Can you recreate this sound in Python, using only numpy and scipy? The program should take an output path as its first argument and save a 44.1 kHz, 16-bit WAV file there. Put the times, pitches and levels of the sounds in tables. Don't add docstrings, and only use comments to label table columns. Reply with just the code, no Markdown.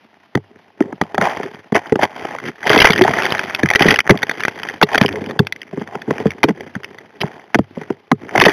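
import sys
import numpy as np
from scipy import signal
from scipy.fft import rfft, irfft, next_fast_len
from scipy.io import wavfile
from scipy.ndimage import uniform_filter1d

SR = 44100
rng = np.random.default_rng(int(sys.argv[2]) if len(sys.argv) > 2 else 0)


def wav_out(sig):
    wavfile.write(sys.argv[1], SR, np.round(np.clip(np.atleast_2d(sig).T, -1, 1) * 32767).astype(np.int16))


N = 375732


def gain_of(db):
    return 10 ** (np.asarray(db) / 20)


def evened(x):
    return x / np.sqrt(np.mean(x ** 2) + 1e-20)


def slow_noise(width_samples):
    once = uniform_filter1d(rng.standard_normal(N), width_samples)
    return evened(uniform_filter1d(once, width_samples))


# frequency in Hz, relative density in dB per Hz.
RUSH_SPECTRUM = [(40, -32), (110, -17), (230, -4.5), (450, -18.5), (900, -13.5), (1900, -14), (3200, -12),
                 (4500, -10.5)]
RUSH_DB, SURGE_DB = -46.5, 2.5


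def rush():
    hz = np.fft.rfftfreq(N, 1 / SR)
    point_hz, point_db = np.transpose(RUSH_SPECTRUM)
    shape_db = np.interp(np.log(hz + 1), np.log(point_hz), point_db)
    noise = irfft(rfft(rng.standard_normal(N)) * gain_of(shape_db), N)
    surge = slow_noise(1500)
    return gain_of(RUSH_DB + SURGE_DB * surge) * evened(noise)


# frequency in Hz, relative level in dB, time to fall 60 dB in s.
PIPE_MODES = [(97.9, -10.5, 0.22), (145, -9.5, 0.1), (183.7, -4.5, 0.047), (216.6, -2.5, 0.051),
              (288.7, 1, 0.035), (346.8, -1.5, 0.052), (409.7, 4, 0.066), (500.4, -0.5, 0.04),
              (651.7, 3, 0.0181), (829, 1.5, .022), (1028, -2.5, 0.0172), (1279, -9.5, 0.036),
              (1650, 10, 0.0072), (1950, 7.5, 0.017), (2183, 5, 0.011), (2511, -1, 0.019),
              (3304, 16, 0.0072), (3800, -2, 0.035)]
MODE_HZ, MODE_DB, MODE_T60_S = np.array(PIPE_MODES).T[:, :, None]


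def rings(length_s, detune):
    t = np.arange(round(length_s * SR)) / SR
    decay = gain_of(MODE_DB - 60 * t / MODE_T60_S)
    return decay * np.sin(2 * np.pi * MODE_HZ * detune * t)


def ring_length_s(hz):
    return min(40 / hz, .15)


# start of full flow in s, swell in s, hold in s, dying in s,
# fine grit level in dB, middling level in dB, coarse rumble level in dB.
LOADS = [(0.482, .15, 0.066, 0.33, -68, -58, -54), (0.863, 0.16, 0.048, 0.1, -50, -44, -35),
         (1.02, 0.099, 0.21, 0.18, -45, -40, -47), (1.212, .03, 0.028, 0.2, -25, -18, -27),
         (1.246, 0.04, .02, 0.15, -17.5, -16.5, -30), (1.356, 0.065, 0.062, 0.34, -32.5, -34, -35.5),
         (1.751, 0.017, 0.016, 0.04, -16, -13.5, -16.5), (1.818, 0.047, 0.079, 0.1, -37.5, -38, -46),
         (2.03, 0.045, 0.013, 0.031, -13, -12, -22), (2.22, 0.48, 0.089, 0.34, -32.5, -32, -37.5),
         (2.467, 0.12, 0.018, 0.046, -27.5, -41, -26.5), (2.669, 0.058, 0.077, 0.22, -14.5, -18, -22.5),
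         (2.823, 0.24, 0.024, 0.18, -13.5, -19.5, -25), (2.956, 0.14, 0.036, 0.14, -28.5, -39, -23.5),
         (3.05, 0.054, 0.042, 0.26, -23, -20, -27), (3.216, 0.41, 0.017, 0.82, -18.5, -23, -25.5),
         (3.607, 0.13, 0.13, 0.21, -36, -31, -50), (3.811, 0.058, 0.11, 0.11, -13.5, -23.5, -20.5),
         (4.102, 0.1, 0.022, 0.36, -35, -29.5, -37), (4.32, 0.24, 0.2, 0.23, -31.5, -39.5, -36),
         (4.665, 0.48, 0.044, 0.19, -32.5, -36.5, -37), (4.932, 0.099, 0.016, 0.054, -18.5, -17, -36),
         (5.019, 0.078, 0.024, 0.051, -24, -24, -36), (5.116, 0.12, 0.16, 0.4, -36.5, -35.5, -27),
         (5.805, .4, 0.022, 0.061, -39, -57, -41), (5.937, 0.31, 0.021, 0.14, -39, -32, -40),
         (6.152, .25, 0.022, 0.46, -32, -33.5, -27), (6.487, 0.038, 0.016, 0.024, -30.5, -28, -20),
         (6.54, 0.14, 0.44, 0.66, -46.5, -49.5, -44), (7.243, 0.088, 0.02, 0.49, -39, -38, -39),
         (7.596, 0.069, .02, 0.11, -45.5, -58, -55), (7.771, 0.1, 0.024, 0.44, -39.5, -42.5, -37.5),
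         (8.233, 0.11, .1, .2, -44.5, -48, -40.5), (8.367, 0.074, 0.033, 0.12, -22.5, -17, -22.5),
         (8.453, 0.027, 0.017, 0.35, -17.5, -21, -28)]
# grit level in dB, middling level in dB, rumble level in dB.
TRICKLE_DB = [-59, -58, -64]
GRIT, MIDDLING, RUMBLE = 0, 1, 2
LOAD_DEPTH_DB = 30


def gravel_level(size):
    t = np.arange(0, N / SR + .01, .002)
    power = np.full(len(t), gain_of(2 * TRICKLE_DB[size]))
    for full_s, swell_s, hold_s, dying_s, *sizes_db in LOADS:
        before = np.maximum((full_s - t) / max(swell_s, .01), 0)
        after = np.maximum((t - full_s - hold_s) / max(dying_s, .01), 0)
        away = np.minimum(before + after, 5)
        power += gain_of(2 * (sizes_db[size] - LOAD_DEPTH_DB * away))
    return np.interp(np.arange(N) / SR, t, np.sqrt(power))


def rattle(size, low_hz, high_hz, per_s, spread_db, clumps_db, detune=0.051):
    spots = 6
    grain_db = clumps_db + spread_db * np.minimum(rng.exponential(1, N), 4)
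    grains = gain_of(grain_db) * (rng.random(N) < per_s / SR)
    spot = rng.integers(0, spots, N)
    in_range = (MODE_HZ > low_hz) * (MODE_HZ < high_hz)
    out = np.zeros(N)
    for k, (sign, shift) in enumerate(rng.standard_normal((spots, 2, len(PIPE_MODES), 1))):
        modes = rings(ring_length_s(low_hz), 1 + detune * shift)
        ring = (np.sign(sign) * in_range * modes).sum(0)
        out += signal.oaconvolve(grains * (spot == k), ring)[:N]
    return evened(out) * gravel_level(size)


THICK_DB, EVENED_SHARE = -32, .6
SPARKLE_DB, THIN_SPARKLE = -4.5, 0.77
HUM_DB = -1


def gravel():
    thick = 1 / (1 + gain_of(THICK_DB) / gravel_level(GRIT))
    clumps = slow_noise(200) * (1 - EVENED_SHARE * thick)
    sparkle = gain_of(SPARKLE_DB) * (THIN_SPARKLE + (1 - THIN_SPARKLE) * thick)
    grit = rattle(GRIT, 1200, 2400, per_s=3600, spread_db=7.0, clumps_db=5.7 * clumps)
    bright = rattle(GRIT, 2400, 4000, per_s=2400, spread_db=6.0, clumps_db=5.6 * clumps)
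    middling = rattle(MIDDLING, 580, 1200, per_s=1500, spread_db=5.0, clumps_db=4.5 * clumps)
    hum = rattle(RUMBLE, 380, 580, per_s=600, spread_db=4.5, clumps_db=4.2 * clumps)
    rumble = rattle(RUMBLE, 50, 380, per_s=430, spread_db=3.5, clumps_db=9.6 * clumps)
    return grit + sparkle * bright + middling + gain_of(HUM_DB) * hum + rumble


# time of the clack in s, clack level in dB, knock level in dB, thud level in dB,
# lag of the thud in ms, time to press home in ms.
ROCKS = [(0.3527, -9.5, -8, -2.5, 3.5, 1.66), (0.3754, -14, -12.5, -16, 0.69, 1.05),
         (0.8079, -8.5, -7.5, 2.5, 3.35, 1.14), (0.9276, -16, -26, -17, 0.52, 0.96),
         (1.0154, 0.0, -27.5, -6.5, 9.1, 1.2), (1.1464, -7.5, -28, -16, 1.5, 1.6),
         (1.1821, -1, -5.5, -10, 7.9, 1.5), (1.2165, -2.5, -17, -11, 7.6, 1.5),
         (1.2736, -4.0, -30, -34, 1, 1.4), (1.4011, -14.0, -16, -19.5, 1.9, 0.7),
         (1.4559, -37, -18.0, -32, 1.1667, 1.6), (1.7233, -8.5, -8.5, -5, 3.7, 0.89),
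         (1.7543, -0.5, -13, -10.5, 0.6, 1.8), (1.9269, -8, 2.5, -4.0, 1.3, 1.23),
         (1.9578, -6, -5.5, -8.5, 1, 1.48), (1.9955, -3.0, -20, -24, 1.5, 2.4),
         (2.0341, -1, -25, -8, 0.73, 1.45), (2.2534, -11, -20, -37, 4.9, 2.06),
         (2.3522, -12, -44, -45, 1, 1.1), (2.7041, 3.5, -1.5, -8, 1.53, 0.43),
         (2.7445, -7.0, -4, -24, 4.7, 0.48), (2.7612, -1, -2, -7.0, 11.2, 0.96),
         (2.8021, -7, -19, -2, 0.67, 1.88), (2.8498, 6, -14, -22, 3.6, 0.91),
         (2.8717, 0.5, -23, -26.0, 11.7, 1.17), (2.8997, -0.5, -5.5, -4.0, 5.5, 0.82),
         (2.9922, -15.0, -6.5, -8, 5.5, 2), (3.0132, -2.0, 5.5, 2, 3.1, 1.52),
         (3.0508, -3, -22, -17, 5.8, 1.1), (3.0802, 1.0, -29, -10, 13, 1.8),
         (3.1037, -19, -14, -12, 4.7, 1.5), (3.6317, -16, -8.5, -0.5, 4.9, 1.2),
         (3.7128, -3.5, -26, -35, 3.6, 0.52), (3.7587, -10, -6.5, -38, 0.86, 1.9),
         (3.8098, -0.5, 2, -6.0, 2.5, 1.03), (3.8552, -25, -2, -2.5, 4.4, 0.96),
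         (3.8859, -12, -5, 0, 0.73, 0.67), (3.9096, -20, -16, -28, 5.2, 1.2),
         (3.9418, -6.5, -21, -35, 1.6, 2), (3.9899, -21, -28, -37, 2.2, 1.1),
         (4.1049, 7, 13, 10, 1.26, 2.53), (4.1443, -17, -9.5, -12, 3.1, 2.2),
         (4.2331, -5.5, -25, -30, 2.2, 1.1), (4.8171, -1.5, -20, -32, 4.4, 1.6),
         (4.8285, 11, -0.5, -4.5, 7.6, 1.4), (4.9248, -14, -28, -37, 1.2, 1.9),
         (4.9473, -2.5, -11, -15, 10, 1.26), (4.9807, -3, -23, -17.0, 4.1, 1.4),
         (5.0131, 2, -8, 4, 3.64, 1.237), (5.0503, -6, -8, -7, 1.2, 1.7), (5.3997, -12, -2, 2.5, 1, 0.9),
         (5.733, -22.5, -21, -18, 3, 2.3), (5.7758, -22, -15.0, -13.5, 5.6, 0.41),
         (5.8155, -18.0, -18.5, -14, 3.8, 2.4), (5.954, -9.5, -26, -22.0, 11, 2.9),
         (6.082, -22, -28, -10.5, 3.4, 3.2), (6.1081, -6.5, -4.5, -15, 6, 0.81),
         (6.2573, -18, -1, 0, 3.8, 1.35), (6.4386, -1, 4, 0, 9.1, 0.87), (6.4875, -7.5, -9, -8.5, 5.8, 0.9),
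         (6.509, -15, -29, -8.5, 1.3, 0.81), (6.609, -27, -20, -44, 2.1, 0.75),
         (6.7574, -23, -31, -11.5, 7.4, 0.87), (7.2168, -20, -16, -28, 3.4, 3.6),
         (7.2358, -8.0, -11.0, -11, 6.8, 0.96), (7.5518, -7, -3.5, -6.5, 6.2, 1.7),
         (7.5893, -7.5, -19, 2.5, 4, 1.87), (7.7716, -20, -14.5, -15.0, 8.7, 1.74),
         (7.9075, -16.5, -7.5, -13.0, 0.73, 0.4), (8.1166, 4, -3, -0.5, 4.7, 1.19),
         (8.3548, 0.0, -7, -25.0, 10.4, 2.4), (8.381, 2, -23, -8, 1.4, 1.13),
         (8.4184, 8.5, -5, -8, 17.4, 1.43), (8.4653, 11, -4.5, -3, 2, 1.06),
         (8.489, -7, -2.5, -23.0, 0.99, 2.1)]
CLACK_HZ, KNOCK_HZ, THUD_HZ = 856, 397, 192.2
KNOCK_SHARE = 0.613


def rock_blows():
    blows = []
    for s, clack_db, knock_db, thud_db, lag_ms, press_ms in ROCKS:
        lag_s = lag_ms / 1000
        blows.append((s, clack_db, CLACK_HZ, press_ms))
        blows.append((s + KNOCK_SHARE * lag_s, knock_db, KNOCK_HZ, press_ms))
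        blows.append((s + lag_s, thud_db, THUD_HZ, press_ms))
    return blows


# loudest moment in s, envelope peak in dB, favoured pitch in Hz, time to press home in ms.
TICKS = [(0.3544, -0.5, 2010, 1.11), (0.3754, -18, 2040.0, 0.78), (0.8059, -10.5, 1640, 0.37),
         (0.8244, -16.5, 1790, 0.38), (0.9256, -28, 1700.0, 0.54), (1.0152, -1, 1780, 1.4),
         (1.0371, -21, 1950.0, 0.89), (1.1466, -15, 1920.0, 0.65), (1.1529, -16, 1850, 1.7),
         (1.1816, -6.5, 1810.0, 0.28), (1.2145, -1, 1780, 0.97), (1.2237, -5, 1850, 0.61),
         (1.7236, -14.5, 1930.0, 1.8), (1.7475, -4.5, 1950.0, 0.27), (1.7553, 0.5, 1670, 1.85),
         (1.765, 3, 1750, 0.32), (1.8598, -16.5, 1600, 0.31), (1.9231, -8, 1880, 0.8),
         (1.9578, -7, 1860.0, 0.95), (1.9957, -14, 1710.0, 1.4), (2.0172, -15.0, 1800.0, 1),
         (2.0336, -4.5, 1870, 2.7), (2.0449, -23, 1650.0, 0.62), (2.2544, -14, 1920, 1.3),
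         (2.3868, -12, 1900, 1), (2.4013, -14, 1880, 1.1), (2.4557, -19, 1810, 1.4),
         (2.4811, -18, 1950, 0.41), (2.6313, -9.5, 1950.0, 0.9), (2.6577, -35, 2010.0, 0.43),
         (2.6704, -3.5, 1890, 0.62), (2.6959, 5, 2380, 0.23), (2.7031, 7, 2020, 1.5),
         (2.7166, 1, 2120.0, 1.8), (2.7323, 6, 2080.0, 0.55), (2.746, -10, 1910.0, 0.54),
         (2.7617, 3, 2060, 0.8), (2.7779, 9, 2440, 0.3), (2.7894, 8, 2190, 1.33), (2.8034, 23, 2800, 0.39),
         (2.8188, 16.5, 2450, 2.6), (2.8453, 14, 2560, 0.52), (2.8553, 21, 2110, 1.9),
         (2.8727, 10, 1820.0, 1.1), (2.88, -4.0, 2040.0, 1.4), (2.9054, 8.5, 2660, 1.9),
         (2.9221, 1, 2200, 0.38), (2.9351, 1.5, 2500, 2.6), (2.9618, -3, 1960.0, 1.2),
         (2.9797, 0, 2040, 1.4), (2.9862, -2.5, 1900, 0.57), (2.9924, -2, 1900, 0.43),
         (3.0134, -3, 1660.0, 0.91), (3.0201, 7.5, 2580, 1.3), (3.0391, 1, 2060, 0.49),
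         (3.0665, -10.0, 1790.0, 0.66), (3.0798, 0.5, 1670, 0.93), (3.094, -7, 1750.0, 0.64),
         (3.1875, -0.5, 1860, 1.1), (3.2229, -3, 1940.0, 0.89), (3.2351, -5, 1870.0, 0.41),
         (3.2556, 0, 2220, 0.78), (3.2641, -2, 1740, 0.29), (3.3055, -1, 2050.0, 0.36),
         (3.3227, 3.5, 2160, 0.4), (3.3813, -7, 1950.0, 0.55), (3.3935, 1, 1970, 0.92),
         (3.5494, 1, 2130, 1.3), (3.5958, -6.5, 1700, 1.3), (3.634, 1.5, 1880, 0.53),
         (3.6589, -3, 1860, 0.51), (3.6889, -1.5, 1970, 0.52), (3.7043, 5, 1890, 0.57),
         (3.7126, 2, 2100, 0.37), (3.7363, 1, 1810.0, 0.9), (3.7512, 8, 2110.0, 0.38),
         (3.7597, 14.5, 2180, 1.14), (3.7956, 1, 2176, 0.97), (3.8073, 1, 2060.0, 0.37),
         (3.8231, 9.5, 2290.0, 0.69), (3.8308, -2, 2100, 0.73), (3.8862, 13, 2050, 1.3),
         (3.9074, 10, 2320, 1.93), (3.9423, 5, 2100, 0.8), (3.9605, 0.5, 2200, 0.52),
         (3.9902, 6.5, 1920, 1.5), (4.0049, 3, 2100, 0.71), (4.0675, -9, 1900.0, 0.34),
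         (4.076, -2, 1900, 0.5), (4.0957, 14, 1800, 0.83), (4.1079, 15, 2040, 1.5),
         (4.1755, -8, 2060, 0.23), (4.19, -15, 2140.0, 0.8), (4.2222, -13, 1950.0, 0.87),
         (4.2329, 2, 1810, 1.8), (4.269, -16, 2070.0, 0.62), (4.297, 0, 2060, 1.47), (4.3132, -5, 2170, 1),
         (4.406, -6.5, 1820, 0.77), (4.4137, -16, 2060.0, 0.68), (4.4362, -2, 2060.0, 1.1),
         (4.4514, 2, 1850, 0.29), (4.4821, 2.5, 1860, 0.28), (4.4963, -22, 1810.0, 0.8),
         (4.5906, -16.0, 1900.0, 0.26), (4.6332, -4.5, 1840, 0.24), (4.6888, -8, 1970.0, 1.05),
         (4.6993, -12.5, 1770, 0.38), (4.8166, 4.5, 1880, 1.08), (4.83, 21, 2540, 0.95),
         (4.9473, 6, 1720.0, 1), (4.9567, 3, 2080, 0.68), (4.9817, 7, 2240, 2.27),
         (5.0136, 8, 2180.0, 1.45), (5.0288, -6, 2060.0, 0.44), (5.0373, -7, 2050, 0.7),
         (5.062, 2, 2980, 0.37), (5.0824, -8, 2250, 0.79), (5.0899, -4.5, 2210, 0.76),
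         (5.1278, -12, 2450, 1.36), (5.1575, -11, 1793, 0.38), (5.2421, -19, 1980.0, 0.8),
         (5.2625, -15, 2120.0, 0.67), (5.3102, -10, 1880, 1.2), (5.3942, 5, 2100, 1.54),
         (5.4703, -2.5, 2300, 1.04), (5.5247, -1.5, 2300, 0.33), (5.5624, -18, 1810, 0.85),
         (5.618, -13.5, 2480, 1), (5.6317, -18.5, 1810.0, 0.51), (5.8208, -22, 1920, 0.88),
         (5.8759, -17.5, 1960.0, 0.58), (5.9412, -30, 2040, 0.73), (5.9547, -17, 1890, 1.2),
         (6.0203, -14.5, 2000, 0.89), (6.1091, -7, 2027, 1.5), (6.1822, -10, 1840, 0.54),
         (6.2558, -20, 1650, 0.6), (6.269, -11, 2000, 0.57), (6.3062, -9, 2240.0, 0.52),
         (6.3174, -17, 1980, 1.1), (6.4321, 7.5, 1870, 0.43), (6.4391, 15, 1860, 0.27),
         (6.4883, -10.5, 2560, 0.73), (6.5077, -22.0, 1840.0, 0.91), (6.6092, -17, 1890.0, 0.62),
         (6.6776, -24, 1960.0, 0.57), (6.7399, -34, 1730.0, 0.69), (6.7546, -12, 1690, 0.24),
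         (6.8345, -17, 1940.0, 0.8), (6.8464, -12, 2120, 0.7), (6.9861, -19, 2060, 0.42),
         (7.207, -13, 3350, 2), (7.2115, -6.5, 3350, 4.5), (7.2161, -0.5, 3330, 0.87),
         (7.2366, -28, 1920.0, 0.94), (7.5459, 7, 1860, 1.83), (7.5536, 1, 1980, 1.3),
         (7.5888, -12, 1930.0, 0.68), (7.8357, -23, 1830.0, 0.65), (7.9058, -21, 1830, 0.22),
         (8.1168, 1, 1705, 0.37), (8.2934, -15.5, 2020, 0.4), (8.359, 1, 1800, 1.4),
         (8.3787, 5.5, 2100.0, 0.66), (8.4007, 6, 1950, 0.67), (8.4141, 10, 1894, 2.8),
         (8.4201, 14, 2200, 0.55), (8.4391, 3.5, 2310, 0.36), (8.4535, 7, 1740, 1.2),
         (8.4605, 9, 2030, 2.5), (8.485, 1.5, 1770, 2.1)]


def stones(octaves=0.53, scatter_db=-0.03, detune=0.052, skid_db=-25, skid_s=0.0053):
    blows = list(TICKS) + rock_blows()
    modes = len(PIPE_MODES)
    out, t = np.zeros(N + SR), np.arange(1200) / SR
    luck = rng.standard_normal((len(blows), 2 * modes + len(t)))
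    for (s, peak_db, hz, press_ms), draws in zip(blows, luck):
        strength, shift, grit = np.split(draws, [modes, 2 * modes])
        share = np.exp(-.5 * (np.log2(MODE_HZ[:, 0] / hz) / octaves) ** 2)
        share *= np.sign(strength) * gain_of(scatter_db * abs(strength))
        ring = share @ rings(ring_length_s(hz), 1 + detune * shift[:, None])
        u = 1000 * t / max(press_ms, .45)
        press = (u * np.exp(1 - u)) ** 2
        skid = gain_of(skid_db) * grit ** 2 / 3 * np.minimum(u, 1) * np.exp(-t / skid_s)
        sound = signal.fftconvolve(ring, grit * (press + skid))
        envelope = abs(signal.hilbert(sound, next_fast_len(len(sound))))
        at = max(round(s * SR) - envelope.argmax(), 0)
        out[at:at + len(sound)] += gain_of(peak_db) * sound / envelope.max()
    return out[:N]


def scene():
    return np.tile(rush() + gravel() + stones(), (2, 1))


SAMPLES_PER_S, EDGE_HZ = 8000, 15700
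OVERLOAD = .98


def record(dry):
    t = np.arange(N) / SR
    sample_s = np.arange(N * SAMPLES_PER_S // SR + 2) / SAMPLES_PER_S
    heard = signal.sosfilt(signal.butter(3, 105, "high", fs=SR, output="sos"), dry[0])
    heard = signal.oaconvolve(heard, signal.firwin(numtaps=49, cutoff=3800, fs=SR), "same")
    samples = np.clip(np.interp(sample_s, t, heard), -OVERLOAD, OVERLOAD)
    joined = np.interp(t, sample_s, samples)
    band_limit = signal.firwin(511, EDGE_HZ, window=("kaiser", 9), fs=SR)
    return np.tile(signal.oaconvolve(joined, band_limit, "same"), (2, 1))


dry = scene()
out = record(dry)
wav_out(out)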